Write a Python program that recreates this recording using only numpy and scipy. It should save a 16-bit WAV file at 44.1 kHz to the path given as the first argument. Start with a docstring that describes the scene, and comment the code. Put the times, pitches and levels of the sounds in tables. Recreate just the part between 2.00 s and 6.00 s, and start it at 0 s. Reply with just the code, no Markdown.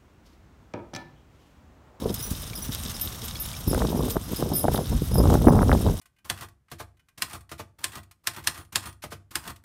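"""Wind flutters on the microphone and dry corn stubble rustles as a team of draught horses walks close by.
Stalks crackle and snap under soft hoof thuds. Steel rings, buckles and chains on the harness strike
and chafe with the stride, the rest of the team jingling faintly behind them. Out in the open field,
gusts rumble and single eddies slap the microphone port, harder towards the end."""
import sys
import numpy as np
from scipy import signal
from scipy.fft import rfft, irfft
from scipy.io import wavfile

SR = 44100
rng = np.random.default_rng(int(sys.argv[2]) if len(sys.argv) > 2 else 0)


def store_pcm(level_fs):
    """Save levels as 16-bit WAV."""
    pcm = np.round(np.clip(level_fs, -1, 1) * 32767).astype(np.int16)
    wavfile.write(sys.argv[1], SR, np.atleast_2d(pcm).T)


N = 176400


def amp(db):
    """Decibels to gain."""
    return 10 ** (np.asarray(db) / 20)


def unit(x):
    """Scales to rms 1."""
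    return x / np.sqrt(np.mean(x ** 2) + 1e-20)


def add(mix, start_s, sound):
    """Mixes a sound in at start_s."""
    part = mix[max(round(start_s * SR), 0):][:len(sound)]
    part += sound[:len(part)]


def colour(x, points):
    """Filters by a spectrum of (freq_hz, gain_db) points, keeping the power of white noise."""
    hz, db = np.transpose(points)
    curve_db = np.interp(np.log(np.fft.rfftfreq(N, 1 / SR) + 1), np.log(hz), db)
    return irfft(rfft(x) * unit(amp(curve_db)), N)


def wander(hz):
    """A smooth random curve of rms 1 that moves at rates up to about hz."""
    rolloff = np.exp(-(np.fft.rfftfreq(N, 1 / SR) / hz) ** 2)
    return unit(irfft(rfft(rng.standard_normal(N)) * rolloff, N))


def swell(peak_s, half_length_s):
    """A bell-shaped rise and fall around peak_s."""
    return np.exp(-np.minimum(((np.arange(N) / SR - peak_s) / half_length_s) ** 2, 50))


def struck_steel(modes, detune=0.00287):
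    """One contact on a steel part; no two parts are tuned quite alike, and chafing roughens the tone."""
    attack_s, chafe_hz, chafe_rad = 0.00036, 124, 0.86
    t = np.arange(SR // 4) / SR
    knots, tone = np.arange(256), 0
    for hz, db, t60_s in modes:
        bend, flicker = (np.interp(t * chafe_hz, knots, row) for row in rng.standard_normal((2, 256)))
        turns = hz * (1 + detune * rng.uniform(-1, 1)) * t + rng.random()
        envelope = amp(db - 60 * t / t60_s) * (1 + flicker)
        tone = tone + envelope * np.sin(2 * np.pi * turns + chafe_rad * bend)
    return tone * (1 - np.exp(-t / attack_s))


# Air of the open field, all around the microphone: freq_hz, gain_db
FIELD_SPECTRUM = [(30, 7.5), (100, -16), (300, -42), (600, -7), (1200, -8), (2200, -29), (5000, -30),
                  (16000, -82)]


def field_hush():
    """The steady, low hush of open ground."""
    return amp(-47.5) * colour(rng.standard_normal(N), FIELD_SPECTRUM)


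# Gusts reaching the microphone: peak_s, flutter_drive_db, rumble_db, half_length_s
WIND_GUSTS = [(0.077, -31.5, -34, 0.044), (1.754, -31.5, -24, 0.053), (1.842, -27, -33, 0.026),
              (2.003, -32, -28, 0.094), (2.32, -33, -34, 0.021), (2.42, -36, -32.5, 0.032),
              (2.522, -34, -34.5, 0.073), (2.701, -31.5, -26, 0.042), (2.799, -32, -36, 0.04),
              (2.942, -36.5, -20, 0.033), (3.197, -27.5, -16.5, 0.059), (3.316, -28, -19, 0.065),
              (3.533, -25, -16.5, 0.098), (3.725, -25, -17, 0.059), (3.886, -28, -22, 0.051)]
# Wind rumble on the microphone: freq_hz, gain_db
RUMBLE_SPECTRUM = [(12, -45), (25, -63), (42, -3.5), (62, -0.5), (100, -3.5), (150, -9), (250, -14.5),
                   (600, -67)]
# Bands of wind flutter on the microphone: centre_hz, offset_db, growth_db_per_db, burst_db
FLUTTER_BANDS = [(200, 3, 1.02, 4.5), (398, 1, 1.02, 4), (800, -4.5, 1.24, 8), (1290, -34, 4.95, 2)]


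def wind():
    """Wind on the microphone: a rumble, and a flutter that comes in bursts and brightens with each gust."""
    breeze_db, breeze_rumble_db, reference_db = -53.5, -38.5, -27
    eddies = np.clip(wander(hz=115), -2, 2)
    push, rumble_power = amp(breeze_db), amp(breeze_rumble_db) ** 2
    for peak_s, drive_db, rumble_db, half_length_s in WIND_GUSTS:
        push += amp(drive_db) * swell(peak_s, half_length_s)
        rumble_power += (amp(rumble_db) * swell(peak_s, 1.51 * half_length_s)) ** 2  # outlasts the push
    gust_db = 20 * np.log10(push) - reference_db
    out = np.sqrt(rumble_power) * colour(rng.standard_normal(N), RUMBLE_SPECTRUM)
    for hz, offset_db, growth, burst_db in FLUTTER_BANDS:
        shape = [(hz / 3, -30), (hz / 1.35, 0), (hz * 1.25, -3), (hz * 2, -22), (hz * 5, -70)]
        band = colour(rng.standard_normal(N), shape)
        bursts = unit(amp(burst_db * eddies))
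        out += amp(reference_db + offset_db + growth * gust_db) * bursts * band
    return out


def stalk_crackle(cracks_per_s=1400, spread_db=5.5, decay_cycles=1.3):
    """Dry stalks crack in tiny high pings, and each one shakes its neighbours."""
    tail_s, tail_db = 0.0037, 4.5
    cracks = amp(spread_db * np.minimum(rng.exponential(1, N), 4.5)) * rng.choice([-1, 1], N)
    cracks *= rng.random(N) < cracks_per_s / SR
    stalk = rng.integers(0, 24, N)
    out, t = np.zeros(N), np.arange(SR // 100) / SR
    for k, hz in enumerate(np.linspace(4000, 15500, 24)):
        ping = np.exp(-t * hz / decay_cycles) * np.sin(2 * np.pi * hz * t)
        out += signal.oaconvolve(cracks * (stalk == k), unit(ping))[:N]
    shake = rng.standard_normal(SR // 25)
    shake *= np.exp(-np.arange(len(shake)) / SR / tail_s)
    return unit(out + amp(tail_db) * signal.oaconvolve(out, shake / np.linalg.norm(shake))[:N])


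# Hooves and legs scuffing through the stubble, close by: peak_s, effort_db, half_length_s
LEG_SCUFFS = [(0.333, -52.5, 0.24), (0.655, -47, 0.027), (0.74, -45.5, 0.027), (0.876, -49.5, 0.2),
              (0.91, -45, 0.013), (1.115, -51, 0.19), (1.275, -48, 0.064), (1.475, -52.5, 0.15),
              (1.812, -50, 0.17), (2.083, -50.5, 0.066), (2.35, -48, 0.082), (2.748, -45.5, 0.034),
              (3.004, -54.5, 0.6), (3.326, -48, 0.075), (3.796, -50, 0.17)]
# Dry stubble rustling at ground level: freq_hz, gain_db
RUSTLE_SPECTRUM = [(300, -47), (1200, 2), (2300, -3), (3400, 1.5), (4600, -2.5), (6200, 1), (7500, -4.5),
                   (9000, -0.5), (10400, -6), (12300, -1), (16000, -8)]


def stubble(team_effort_db=-53.5):
    """Stalks rustle and crackle in clumps with each scuff, over the steady rustle of the other horses."""
    rustle = amp(5) * stalk_crackle() + amp(5.5) * rng.standard_normal(N)
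    scuff_power = sum((amp(db) * swell(peak_s, half_s)) ** 2 for peak_s, db, half_s in LEG_SCUFFS)
    effort = np.sqrt(amp(team_effort_db) ** 2 + scuff_power)
    clumps = amp(1.5 * wander(hz=70))
    return colour(rustle * effort * clumps, RUSTLE_SPECTRUM)


def link_tinkles(touches_per_s=40, level_db=-55, spread_db=5.5, t60_s=0.23):
    """Small chain links of many sizes touch at random, each with a short note and its overtone."""
    out = np.zeros(N)
    for when, size, force in rng.random((round(touches_per_s * N / SR), 3)):
        pitch_hz = 5000 + 1000 * size
        modes = [(pitch_hz, 0, t60_s), (pitch_hz * 1.98, -3, t60_s)]
        add(out, when * N / SR, amp(level_db + spread_db * (2 * force - 1)) * struck_steel(modes))
    return out


# Single eddies right at the microphone port: centre_s, level_db, brightness_hz
EDDY_SLAPS = [(0.058, -16.5, 408), (1.678, -12, 200), (1.732, -18, 650), (1.748, -15.5, 960),
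              (1.806, -17, 600), (1.82, -13.5, 800), (2.084, -21, 590), (2.159, -16, 486),
              (2.168, -12, 696), (2.426, -15, 645), (2.643, -13.5, 560), (2.653, -12.5, 500),
              (2.683, -7, 705), (2.746, -10.5, 615), (2.778, -17.5, 800), (3.021, -12.5, 200),
              (3.157, -19, 635), (3.202, -9, 345), (3.256, -11, 550), (3.302, -12.5, 680),
              (3.342, -11.5, 650), (3.354, -8.5, 650), (3.472, 0.5, 316), (3.484, 0, 605),
              (3.538, -11.5, 333), (3.591, -11, 784), (3.619, -12, 700), (3.63, -8, 637), (3.695, -8, 616),
              (3.717, -9, 1110), (3.729, -7.5, 644), (3.865, -9.5, 540)]


def eddy_slaps(lead_s=0.02, wake_db=-2.5, wake_cycles=2.14):
    """An eddy crosses the microphone port: one dull swing of pressure and a short turbulent wake."""
    out, t = np.zeros(N), np.arange(SR // 10) / SR - lead_s
    for centre_s, db, hz in EDDY_SLAPS:
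        phase = 2 * np.pi * hz * t
        swing = 2 * phase / (1 + (phase / 2) ** 2) ** 3 * np.exp(-(phase / 5) ** 2) / 1.36
        wake_filter = signal.butter(4, min(hz * 1.2, 8000), fs=SR, output="sos")
        wake = unit(signal.sosfilt(wake_filter, rng.standard_normal(len(t))))
        wake *= np.exp(-abs(t) * hz / wake_cycles * np.where(t < 0, 3, 1))  # builds faster than it dies
        dull = signal.butter(3, min(hz * 3.14, 8000), fs=SR, output="sos")
        add(out, centre_s - lead_s, amp(db) * signal.sosfiltfilt(dull, swing + amp(wake_db) * wake))
    return out


# Stalks breaking underfoot, close by: start_s, level_db, decay_s
STALK_SNAPS = [(0.142, -26.5, 0.0078), (0.305, -31, 0.018), (0.649, -35, 0.0059), (0.73, -27, 0.0024),
               (0.749, -14.5, 0.00056), (1.458, -30.5, 0.0064), (1.746, -20, 0.00073),
               (2.0985, -27, 0.0036), (2.1044, -25, 0.0085), (3.339, -27, 0.0048)]
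# A dry stalk's snap at close range: freq_hz, gain_db
SNAP_SPECTRUM = [(500, 0), (2000, -11), (3400, 2.5), (6000, -0.5), (10000, 3.5), (16000, 1)]


def stalk_snaps():
    """Now and then a stalk breaks with a sharp burst of noise."""
    out, t = np.zeros(N), np.arange(SR // 16) / SR
    for start_s, db, decay_s in STALK_SNAPS:
        add(out, start_s, amp(db) * np.exp(-t / decay_s) * rng.standard_normal(len(t)))
    return colour(out, SNAP_SPECTRUM)


# Links, buckles and heavy trace chains striking on the near harness: start_s, level_db
LINK_KNOCKS = [(.1435, -29.5), (3.478, -37.5)]
BUCKLE_CLINKS = [(.227, -31), (.265, -38.5), (.622, -35), (3.478, -40)]
TRACE_CLANKS = [(.533, -29.5), (1.355, -27), (1.54, -31.5)]
# Resonances of a link, a buckle and a trace chain: pitch_hz, level_db, t60_s
LINK_TONES = [(5200, -7, .05), (11850, -2, .06), (12550, -3, .04)]
BUCKLE_TONES = [(5860, -4, .24), (9640, -11, .3), (10830, -1, .15), (15040, -6, .24), (15540, -9, .18)]
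TRACE_TONES = [(2330, -10, .03), (3350, -5, .04), (4400, -8, .025)]


def harness_fittings():
    """Links knock, buckles clink and trace chains clank, each ringing with its own modes."""
    out = np.zeros(N)
    parts = (LINK_KNOCKS, LINK_TONES), (BUCKLE_CLINKS, BUCKLE_TONES), (TRACE_CLANKS, TRACE_TONES)
    for hits, modes in parts:
        for start_s, db in hits:
            add(out, start_s, amp(db) * struck_steel(modes))
    return out


# Rings striking on the near harness, a level for each mode group:
# start_s, level_13400hz_db, level_5000hz_db, level_10000hz_db, level_10900hz_db
RING_STRIKES = [(0.1886, -43, -47, -37, -53), (0.554, -30, -39, -37.5, -38), (0.9444, -57, -40, -54, -43),
                (1.0116, -24, -41, -42, -34), (1.398, -30, -45, -34.5, -51), (1.6771, -29, -39, -46, -32),
                (1.6974, -50, -30, -39, -35), (2.111, -33, -52, -58, -47), (2.36, -31, -39, -43.5, -40),
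                (2.534, -31, -38, -40, -43), (2.551, -26, -46, -31.5, -43), (2.5595, -21, -35.5, -30, -29),
                (2.582, -27, -61, -34, -44), (2.6022, -33, -42, -41, -34), (2.7367, -33, -46, -35, -40),
                (3.11, -48, -48, -48, -46), (3.1424, -32, -38, -44, -30), (3.1812, -34, -33.5, -50, -26),
                (3.6167, -45, -50, -63, -34)]
# Resonances of the steel rings, in the same four groups: pitch_hz, level_db, t60_s
RING_TONES = [
    [(13370, -2, .16), (13660, -10, .12)],
    [(5030, -2, .16), (5170, -3, .11), (5480, -4, .11)],
    [(10020, -1.5, .3), (9890, -7, .16)],
    [(10910, -3, .14)],
]
# Rings on the rest of the team, farther off, one entry for each group: level_db
TEAM_RING_DB = [-51, -52, -53, -53]


def harness_rings(rattle_s=0.037, tick_decay_s=0.0025, team_strikes_per_s=19):
    """Each swing strikes a ring, which rattles and ticks on its neighbours; others jingle faintly."""
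    out, t = np.zeros(N), np.arange(SR // 50) / SR
    for start_s, *levels in RING_STRIKES:
        bounces = (np.arange(5) + rng.random(size=5)) / 5  # fractions of the rattle's length
        contacts = [(0, 0, -21)] + [(rattle_s * part, -4.5 - 21 * part, -6) for part in bounces]
        for delay_s, force_db, tick_db in contacts:
            tone = sum(amp(db + force_db) * struck_steel(modes) for modes, db in zip(RING_TONES, levels))
            tick = np.exp(-t / tick_decay_s) * rng.standard_normal(len(t))
            add(out, start_s + delay_s, tone)
            add(out, start_s + delay_s, amp(max(levels) + force_db + tick_db) * tick)
    for start_s in rng.uniform(0, N / SR, round(team_strikes_per_s * N / SR)):
        for modes, db in zip(RING_TONES, TEAM_RING_DB):
            add(out, start_s, amp(db + rng.normal(0, 2.6)) * struck_steel(modes, detune=0.0096))
    return out


# Hooves landing near the microphone: start_s, level_db
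HOOF_FALLS = [(0.309, -26), (0.501, -32), (0.687, -24), (0.85, -27.5)]
# A thud in the field's soft soil: freq_hz, gain_db
THUD_SPECTRUM = [(30, -1), (90, 8), (250, -2.5), (500, -16.5), (1500, -24), (5000, -69)]


def hooves(rise_s=0.0071, decay_s=0.0086):
    """Each hoof presses into soft soil with a dull thud."""
    push, t = np.zeros(N), np.arange(SR // 4) / SR
    for start_s, db in HOOF_FALLS:
        add(push, start_s, amp(db) * np.minimum(t / rise_s, np.exp((rise_s - t) / decay_s)))
    return push * colour(rng.standard_normal(N), THUD_SPECTRUM)


def scene():
    """Wind, feet and harness over the hush of the field, at one mono microphone."""
    air = field_hush() + wind() + eddy_slaps()
    feet = stubble() + stalk_snaps() + hooves()
    harness = link_tinkles() + harness_fittings() + harness_rings()
    return (air + feet + harness)[None]


def record(dry):
    """The microphone loses the deepest bass, softly limits the strongest buffets and cuts the very top."""
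    low_cut_hz, ceiling, high_cut_hz = 30, 0.75, 15900
    thinned = signal.sosfilt(signal.butter(4, low_cut_hz, "highpass", fs=SR, output="sos"), dry)
    limited = ceiling * np.tanh(thinned / ceiling)
    high_cut = signal.firwin(511, high_cut_hz, window=("kaiser", 9), fs=SR)
    return signal.oaconvolve(limited, high_cut[None], "same")


dry = scene()
out = record(dry)
store_pcm(out)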